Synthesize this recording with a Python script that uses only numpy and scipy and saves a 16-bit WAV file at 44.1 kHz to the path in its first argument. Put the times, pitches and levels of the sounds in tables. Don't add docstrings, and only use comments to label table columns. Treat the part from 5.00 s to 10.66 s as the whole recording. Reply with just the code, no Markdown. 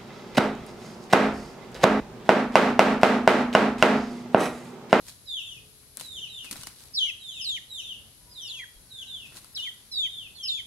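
import sys
import numpy as np
from scipy import signal
from scipy.fft import rfft, irfft, next_fast_len
from scipy.io import wavfile
from scipy.ndimage import uniform_filter1d

SR = 44100
rng = np.random.default_rng(int(sys.argv[2]) if len(sys.argv) > 2 else 0)


def int16_out(signal):
    q = np.round(np.clip(np.atleast_2d(signal).T, -1, 1) * 32767)
    wavfile.write(sys.argv[1], SR, q.astype(np.int16))


N = 249606
TIME = np.arange(N) / SR


def fight():
    dry = wing_claps() + wing_swishes() + thumps()
    return dry + porch(dry, wet_db=-12, t60=0.35, early_db=-12, early_t60=0.06)


# start_s, relative level_db, body_db (relative to the snap), snap_t60_s
WING_CLAPS = [(0.0835, -29.5, -13, 0.0067), (0.9706, -18, -27, 0.0029), (0.974, -33, -10, 0.01),
              (0.997, -24, -21, 0.012), (1.0101, -23, -18, 0.017), (1.4448, -31, -14.5, 0.012),
              (1.511, -20, -25.5, 0.024), (1.516, -24, -34, 0.0064), (1.5274, -23.5, -19, 0.0093),
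              (1.5567, -32.5, -12, 0.019), (1.615, -34, -17, 0.016), (1.633, -28, -21, 0.023),
              (1.67, -25, -18, 0.024), (4.3222, -44, -7.5, 0.014), (4.374, -41.5, -9.5, 0.016),
              (4.4445, -35, -19, 0.015), (4.576, -32, -12.5, 0.0057)]
# frequency_hz, relative level_db
QUILL_TICK = [(1500, -28), (4000, -8), (7000, 0), (11000, 0), (16000, -3)]
# frequency_hz, relative level_db
QUILL_SNAP = [(1000, -6.5), (2500, 5), (5000, 12.5), (8500, 7), (12000, 0), (16000, 2)]
# frequency_hz, relative level_db
STRUCK_BODY = [(100, -39), (250, -2), (600, 6), (1300, 7.5), (2200, 7), (4500, -28)]


def wing_claps():
    ticks, snap, body = np.zeros((3, N))
    for start, db, body_db, t60 in WING_CLAPS:
        age = np.maximum(TIME - start, 0)
        attack = np.minimum(age / 0.00088, 1) ** 2
        hardness = np.clip(-body_db / 30, 0, 1)
        ticks[int((start + 0.001) * SR)] += 3 * hardness * amp(db)
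        snap += attack * amp(db) * fade(age, t60)
        body += attack * amp(db + np.minimum(body_db, 0)) * fade(age, 1.31 * t60)
    snap_sound = amp(-7.5) * snap * noise(QUILL_SNAP, likeness=0.15)
    body_sound = amp(5.5) * body * noise(STRUCK_BODY, likeness=0.53)
    return colour(ticks, QUILL_TICK) + snap_sound + body_sound


# peak_s, rise_s, fall_s, relative feather_db, relative air_db
WING_STROKES = [(.085, 0.021, 0.026, -44, -53), (.835, 0.018, 0.013, -76, -61),
                (.98, 0.0072, .02, -60, -55), (1.012, 0.02, 0.032, -45.5, -54.5),
                (1.05, 0.012, 0.043, -59, -64), (1.45, 0.0073, 0.025, -48.5, -50.5),
                (1.526, 0.007, 0.019, -44, -44.5), (1.561, 0.004, 0.046, -57, -54),
                (1.635, 0.072, 0.022, -50, -59), (1.669, 0.003, 0.033, -47.5, -51),
                (1.815, 0.037, 0.061, -51, -58.5), (4.266, 0.013, 0.019, -54, -63),
                (4.33, 0.015, 0.017, -73, -67), (4.364, 0.021, 0.023, -46, -50.5),
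                (4.44, 0.019, 0.069, -60, -61.5), (4.576, 0.024, 0.25, -57.5, -61.5)]
# frequency_hz, relative level_db
FEATHER_SCRAPE = [(300, -6.5), (1000, -38), (2500, -5.5), (5000, 0.5), (8000, -4.5), (11000, -8),
                  (16000, -7.5)]
# frequency_hz, relative level_db
AIR_PUFF = [(50, 5), (130, -16), (240, 13), (450, -5.5), (900, 0), (1400, 2), (2200, -3), (4500, -10)]


def wing_swishes():
    feathers, air = np.zeros((2, N))
    for peak, rise, fall, feather_db, air_db in WING_STROKES:
        stroke = np.exp(-np.maximum((peak - TIME) / rise, (TIME - peak) / fall))
        feathers += amp(feather_db) * stroke
        air += amp(air_db) * stroke
    grain = unit(amp(4.5 * walk(1800) + 2 * walk(150)))
    scrape = amp(1.0) * feathers * grain * noise(FEATHER_SCRAPE, likeness=0.051)
    return scrape + air * noise(AIR_PUFF, likeness=1.0)


# start_s, pitch_hz, level_db (at the start), t60_s
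LOW_THUMPS = [(0.569, 111.5, -49, 0.4), (1.013, 168, -52, .08), (1.51, 198, -42.5, 0.083),
              (1.591, 129, -37.5, 0.052), (1.61, 212, -43, 0.031), (3.759, 40, -49.5, 0.27)]


def thumps():
    out = np.zeros(N)
    for start, hz, db, t60 in LOW_THUMPS:
        age = np.maximum(TIME - start, 0)
        out += amp(db - 60 * age / t60) * np.sin(2 * np.pi * hz * age)
    return out


# start_s, squeal_s, slide_s, length_s, break_hz, held_hz,
# last_hz (before the droop), droop_hz, then relative squeal_db, held_db, overtones_db
CLOSE_CHEEPS = [(1.937, .02, .029, 0.17, 5314, 2505, 3246, 848, -34, -24.5, -2.5),
                (2.41, .034, 0.0063, 0.17, 5025, 4234, 2906, 3, -34.5, -28.5, 2),
                (3.411, 0.055, 0.043, 0.23, 5516, 2910, 2076, 451, -49, -39.5, 2),
                (4.544, .011, .017, 0.16, 5300, 2412, 3610, 699, -34, -33.5, -3),
                (4.913, .036, 0.0256, .168, 3846, 3984, 2968, -2, -40, -25.5, -5.5),
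                (5.429, .052, 0.0041, .19, 4950, 3822, 3064, 100, -34, -31, -2)]
# start_s, length_s, first_hz, last_hz, relative level_db
SYRINX_SECOND_VOICE = [(0.254, 0.068, 5000, 4820, -48.5), (1.933, .036, 5100, 4680, -38.5),
                       (2.054, 0.059, 2340, 1970, -45), (2.561, 0.028, 2540, 1715, -38),
                       (3.594, 0.0548, 2228, 1685, -40.5), (4.646, .045, 2670, 1807, -42),
                       (4.91, 0.063, 5530, 4370, -38), (5.012, 0.071, 3350, 1790, -43.5),
                       (5.348, 0.046, 4340, 3980, -46), (5.57, .038, 2710, 1890, -45)]
# time_s, lag_samples
CLOSE_CHICK_LAG = [(2, 5.2), (2.45, 6.35), (3.5, 2.04), (4.6, 5.2), (5, 7.3), (5.5, 6.7)]
# frequency_hz, gain_db
PORCH_RETURN = [(2000, 1), (2900, 1), (4200, -0.5), (5400, 0.5), (8000, 7.5)]


def close_chick():
    lag = np.interp(TIME, *np.transpose(CLOSE_CHICK_LAG))
    cheeps = [cheep(*row) for row in CLOSE_CHEEPS]
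    first = whistle(cheeps, lag, second_db=-22.5, third_db=-33.5, waver=0.0044, flutter_db=2.5)
    glides = [second_voice(*row) for row in SYRINX_SECOND_VOICE]
    second = whistle(glides, 0.65 * lag, second_db=-21, third_db=-45, waver=0.028, flutter_db=3)
    direct = placed(first, db=-1.5, pan_db=9.0) + placed(second, db=-5.0, pan_db=-2.0)
    thrown = colour(first[1] + 0.5 * second[1], PORCH_RETURN)
    return direct + porch(thrown, wet_db=-12.0, t60=0.39, early_db=-5.0, early_t60=0.06)


CHEEP_ONSET_DB, CHEEP_ATTACK_S, CHEEP_RELEASE_S = 5, 0.016, 0.0086
SQUEAL_SAG_HZ_PER_S, SQUEAL_ROUGH, CHEEP_WARBLE = 10000, 0.0116, 0.0077
CHEEP_TIRE_DB, DROOP_S = 9.5, 0.02


def cheep(start, squeal_s, slide_s, length, break_hz, held_hz, last_hz, droop_hz,
          squeal_db, held_db, overtones_db):
    span, age = note(start, length)
    squealing = np.exp(-np.maximum(age - squeal_s, 0) / slide_s)
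    progress = np.clip((age - squeal_s) / (length - squeal_s), 0, 1)
    opening, closing = np.exp(-age / CHEEP_ATTACK_S), np.exp((age - length) / CHEEP_RELEASE_S)
    sinking = break_hz + SQUEAL_SAG_HZ_PER_S * np.maximum(squeal_s - age, 0)
    high = sinking * (1 + SQUEAL_ROUGH * walk(600)[span])
    droop = droop_hz * np.exp((age - length) / DROOP_S)
    glide = held_hz + (last_hz - held_hz) * progress
    held = glide * (1 + CHEEP_WARBLE * walk(70)[span]) - droop
    hz = squealing * high + (1 - squealing) * held
    db = squealing * squeal_db + (1 - squealing) * (held_db - CHEEP_TIRE_DB * progress)
    return span, hz, db - CHEEP_ONSET_DB * (opening + closing), overtones_db


def second_voice(start, length, first_hz, last_hz, db):
    span, age = note(start, length)
    progress = age / length
    ends_weaker_db = 1.5 * (2 * progress - 1) ** 2
    return span, first_hz + (last_hz - first_hz) * progress, db - ends_weaker_db, 0


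# start_s, hold_s, fall_s, scoop_hz,
# knee_hz (where the fall begins), last_hz, then relative level_db, throat_ring_db, overtones_db
PEEPS_AND_SQUEAK = [(0.256, 0.11, 0.055, 449, 3345, 2550, -36, 3, -2),
                    (.385, 0.095, 0.11, 1, 3475, 2440, -47, 3.5, 5),
                    (1.009, 0.15, 0.045, 4, 3500, 2724, -45, 9.5, 6.5),
                    (1.144, 0.062, 0.078, -7, 3554, 2456, -46, 12.5, 1),
                    (1.268, 0.11, 0.12, 357, 3496, 2386, -44.5, 1.5, 3.5),
                    (1.365, .035, 0.015, 3, 2830, 2870, -45.5, 1, -4),
                    (1.615, 0.018, 0.022, 108, 2910, 2910, -45.5, -1, 15),
                    (1.997, 0.064, 0.012, 91, 3193, 2970, -33, -1, 0),
                    (2.19, .11, 0.092, 399, 3436, 2500, -43.5, -2, 5),
                    (2.304, 0.085, 0.057, 301, 3523, 2440, -44.5, 11.5, 5),
                    (2.68, 0.094, 0.059, 255, 3565, 2460, -42, 7, 8),
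                    (2.809, 0.08, 0.061, 601, 3390, 2654, -43.5, 8.5, -3),
                    (3.279, 0.04, 0.037, 0, 4950, 4820, -51.5, 0, -6),
                    (3.335, 0.062, 0.1, 795, 3485, 2646, -43, 3, -1.5),
                    (3.417, .075, 0.12, 97, 3506, 3203, -48, 27, 6.5),
                    (3.886, 0.13, 0.028, 600, 3350, 2510, -45.5, 8.5, 3.5),
                    (4.057, 0.098, 0.11, 348, 3420, 2504, -41.5, -5, -3),
                    (4.229, 0.049, 0.0094, 213, 2670, 2450, -52, -10, 1),
                    (4.541, 0.1, 0.02, 400, 3480, 3300, -43.5, 3, 1),
                    (5.082, .11, 0.087, -4, 3412, 2490, -42, -3, -4),
                    (5.355, 0.1, 0.021, 708, 3004, 2580, -42.5, 3, 1)]


def far_chicks():
    peeps = [peep(*row) for row in PEEPS_AND_SQUEAK]
    voice = whistle(peeps, left_lag=-11.5, second_db=-21.5, third_db=-27, waver=0.0062, flutter_db=0.97)
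    echoes = porch(voice[1], wet_db=-7.0, t60=0.56, early_db=0.0, early_t60=0.22)
    return placed(voice, db=-2.0, pan_db=-1.5) + echoes


SCOOP_S, SAG_HZ_PER_S, FALL_CURVE = 0.022, 4200, 0.7
THROAT_HZ, THROAT_WIDTH_HZ = 3010, 247
PEEP_ATTACK_S, SWELL_DB_PER_S, FALL_DB, OVERTONE_FALL_DB = 0.022, 49, 10, 4


def peep(start, hold_s, fall_s, scoop_hz, knee_hz, last_hz, db, ring_db, overtones_db):
    span, age = note(start, hold_s + fall_s)
    to_knee = np.maximum(hold_s - age, 0)
    fallen = np.clip((age - hold_s) / fall_s, 0, 1)
    hz = knee_hz + scoop_hz * np.exp(-age / SCOOP_S) + SAG_HZ_PER_S * to_knee
    hz = hz + (last_hz - knee_hz) * fallen ** FALL_CURVE
    weaker = 20 * np.exp(-(age / PEEP_ATTACK_S) ** 2) + SWELL_DB_PER_S * to_knee + FALL_DB * fallen
    ring = ring_db * np.exp(-((hz - THROAT_HZ) / THROAT_WIDTH_HZ) ** 2)
    return span, hz, db - weaker + ring, overtones_db - OVERTONE_FALL_DB * fallen


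# frequency_hz, gain_db
BEAK_COLOUR = [(3500, -9), (5200, 8.5), (6200, 5.5), (7200, 4.5), (8000, -5), (9000, -6), (11000, -1),
               (14000, -3)]
EDGE_S = 0.006


def whistle(calls, left_lag, second_db, third_db, waver, flutter_db):
    tone, overtones = np.zeros((2, 2, N))
    drift, flutter = 1 + waver * walk(260), flutter_db * walk(160)
    lag = left_lag + np.zeros(N)
    for span, hz, db, overtones_db in calls:
        t = TIME[span]
        pitch = uniform_filter1d(hz, size=300) * drift[span]
        to_edge = np.minimum(t - t[0], t[-1] - t)
        gate = np.sin(np.pi / 2 * np.clip(to_edge / EDGE_S, 0, 1)) ** 2
        size = np.sqrt(2) * gate * amp(db + flutter[span])
        phase = 2 * np.pi / SR * (np.cumsum(pitch) - np.outer([1, 0], lag[span] * pitch))
        harmonics = amp(second_db) * np.sin(2 * phase) + amp(third_db) * np.sin(3 * phase)
        tone[:, span] += size * np.sin(phase)
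        overtones[:, span] += size * amp(overtones_db) * harmonics
    return tone + colour(overtones, BEAK_COLOUR)


def note(start, length):
    span = (TIME >= start) & (TIME < start + length)
    return span, TIME[span] - start


def placed(x, db, pan_db):
    return x * amp(db + np.array([[pan_db], [-pan_db]]) / 2)


def porch(x, wet_db, t60, early_db, early_t60):
    t = np.arange(SR) / SR
    tail = rng.standard_normal((2, SR)) * fade(t, t60) * np.minimum(t / 0.048, 1)
    sparse = rng.standard_normal((2, SR)) * (rng.random((2, SR)) < 0.012)
    early = sparse * fade(t, early_t60) * (t > 0.002)
    response = (amp(wet_db) * unit(tail) + amp(early_db) * unit(early)) / np.sqrt(SR)
    return signal.fftconvolve(np.atleast_2d(x), response, axes=1)[:, :N]


# time_s, pitch_hz (fundamental), relative level_db
ROOSTER_CROW = [(3.2, 494, -79.5), (3.28, 486, -64), (3.45, 498, -81), (3.58, 499, -68), (3.78, 481, -78),
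                (3.951, 526, -71), (4.15, 513, -69.5), (4.35, 488, -99)]


def rooster():
    s, hz, db = np.transpose(ROOSTER_CROW)
    pitch = np.interp(TIME, s, hz) * (1 + 0.0082 * walk(40))
    phase = 2 * np.pi * np.cumsum(pitch) / SR
    opening = np.interp(TIME, [3.6, 3.95], [0.2, 0.9])
    sounding = (TIME > s[0]) * (TIME < s[-1])
    size = np.sqrt(2) * amp(np.interp(TIME, s, db) + 2 * walk(45)) * sounding
    return size * ((1 - opening) * np.sin(2 * phase) + opening * np.sin(3 * phase))


# frequency_hz, relative level_db
YARD_RUMBLE = [(15, -43), (25, -15), (43, 0), (124, 1), (172, -5), (262, -9.5), (331, -12), (433, -13),
               (505, -14), (601, -16.5), (2500, -32), (3250, -61), (5500, -120)]
RUMBLE_DB, RUMBLE_SWELL_DB = -60.5, 1.57


def yard():
    rumble = noise(YARD_RUMBLE, likeness=0.75) * amp(RUMBLE_DB + RUMBLE_SWELL_DB * walk(8.7))
    return rumble + faint_hum() + microphone_hiss()


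HUM_HZ, HUM_DB, HUM_START_S, HUM_LENGTH_S, HUM_FADE_DB_PER_S = 426, -68, 0.44, 2.36, 10


def faint_hum():
    phase = 2 * np.pi * np.cumsum(HUM_HZ * (1 + 0.013 * walk(39.5))) / SR
    span, age = note(HUM_START_S, HUM_LENGTH_S)
    envelope = amp(HUM_DB - HUM_FADE_DB_PER_S * age) * signal.windows.tukey(len(age), 0.2)
    hum = np.zeros(N)
    hum[span] = np.sqrt(2) * envelope * np.sin(phase[span])
    return hum


# frequency_hz, relative level_db
HISS_SPECTRUM = [(1200, -3.5), (2300, -4), (3200, -4), (5000, 1.5), (7000, -3), (9000, -5.5), (11300, 4),
                 (11800, 2.5), (12200, -38), (14000, -4), (16000, -3.5)]


def microphone_hiss():
    return noise(HISS_SPECTRUM, likeness=0.016) * amp(-56.5)


def amp(db):
    return 10 ** (np.asarray(db) / 20)


def unit(x):
    return x / np.sqrt(np.mean(x ** 2))


def fade(age, t60):
    return np.exp(-np.log(1000) * age / t60)


def colour(x, points):
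    hz, db = np.transpose(points)
    size = next_fast_len(N + SR // 10, True)
    bins = np.maximum(np.arange(size // 2 + 1) * SR / size, 1)
    gain = amp(np.interp(np.log(bins), np.log(hz), db))
    return irfft(rfft(x, size) * gain, size)[..., :N]


def noise(points, likeness):
    likeness = np.clip(likeness, 0, 1)
    white = rng.standard_normal((3, N))
    mixed = np.sqrt(likeness) * white[0] + np.sqrt(1 - likeness) * white[1:]
    return unit(colour(mixed, points))


def walk(rate):
    k = max(int(SR / rate), 1)
    steps = np.repeat(rng.standard_normal(N // k + 1), k)
    return unit(uniform_filter1d(uniform_filter1d(steps, k), k)[:N])


def scene():
    return fight() + close_chick() + far_chicks() + rooster() + yard()


# frequency_hz, left_db, right_db
MICROPHONE_COLOUR = [(1510, 0, 0.5), (3000, 2, 0.5), (4030, 0, 6.5), (5100, -4, 1), (6850, 1.5, 0.5),
                     (8500, 6.5, -4), (9460, 11, -5), (10800, 8, -8.5), (13860, 1, -8.5), (16150, -24, -3)]
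TOP_HZ = 15600


def record(dry):
    hz, left_db, right_db = np.transpose(MICROPHONE_COLOUR)
    left = colour(dry[0], np.column_stack([hz, left_db]))
    right = colour(dry[1], np.column_stack([hz, right_db]))
    top_cut = signal.ellip(8, 0.2, 70, TOP_HZ, fs=SR, output="sos")
    return signal.sosfilt(top_cut, np.array([left, right]))


dry = scene()
out = record(dry)
int16_out(out)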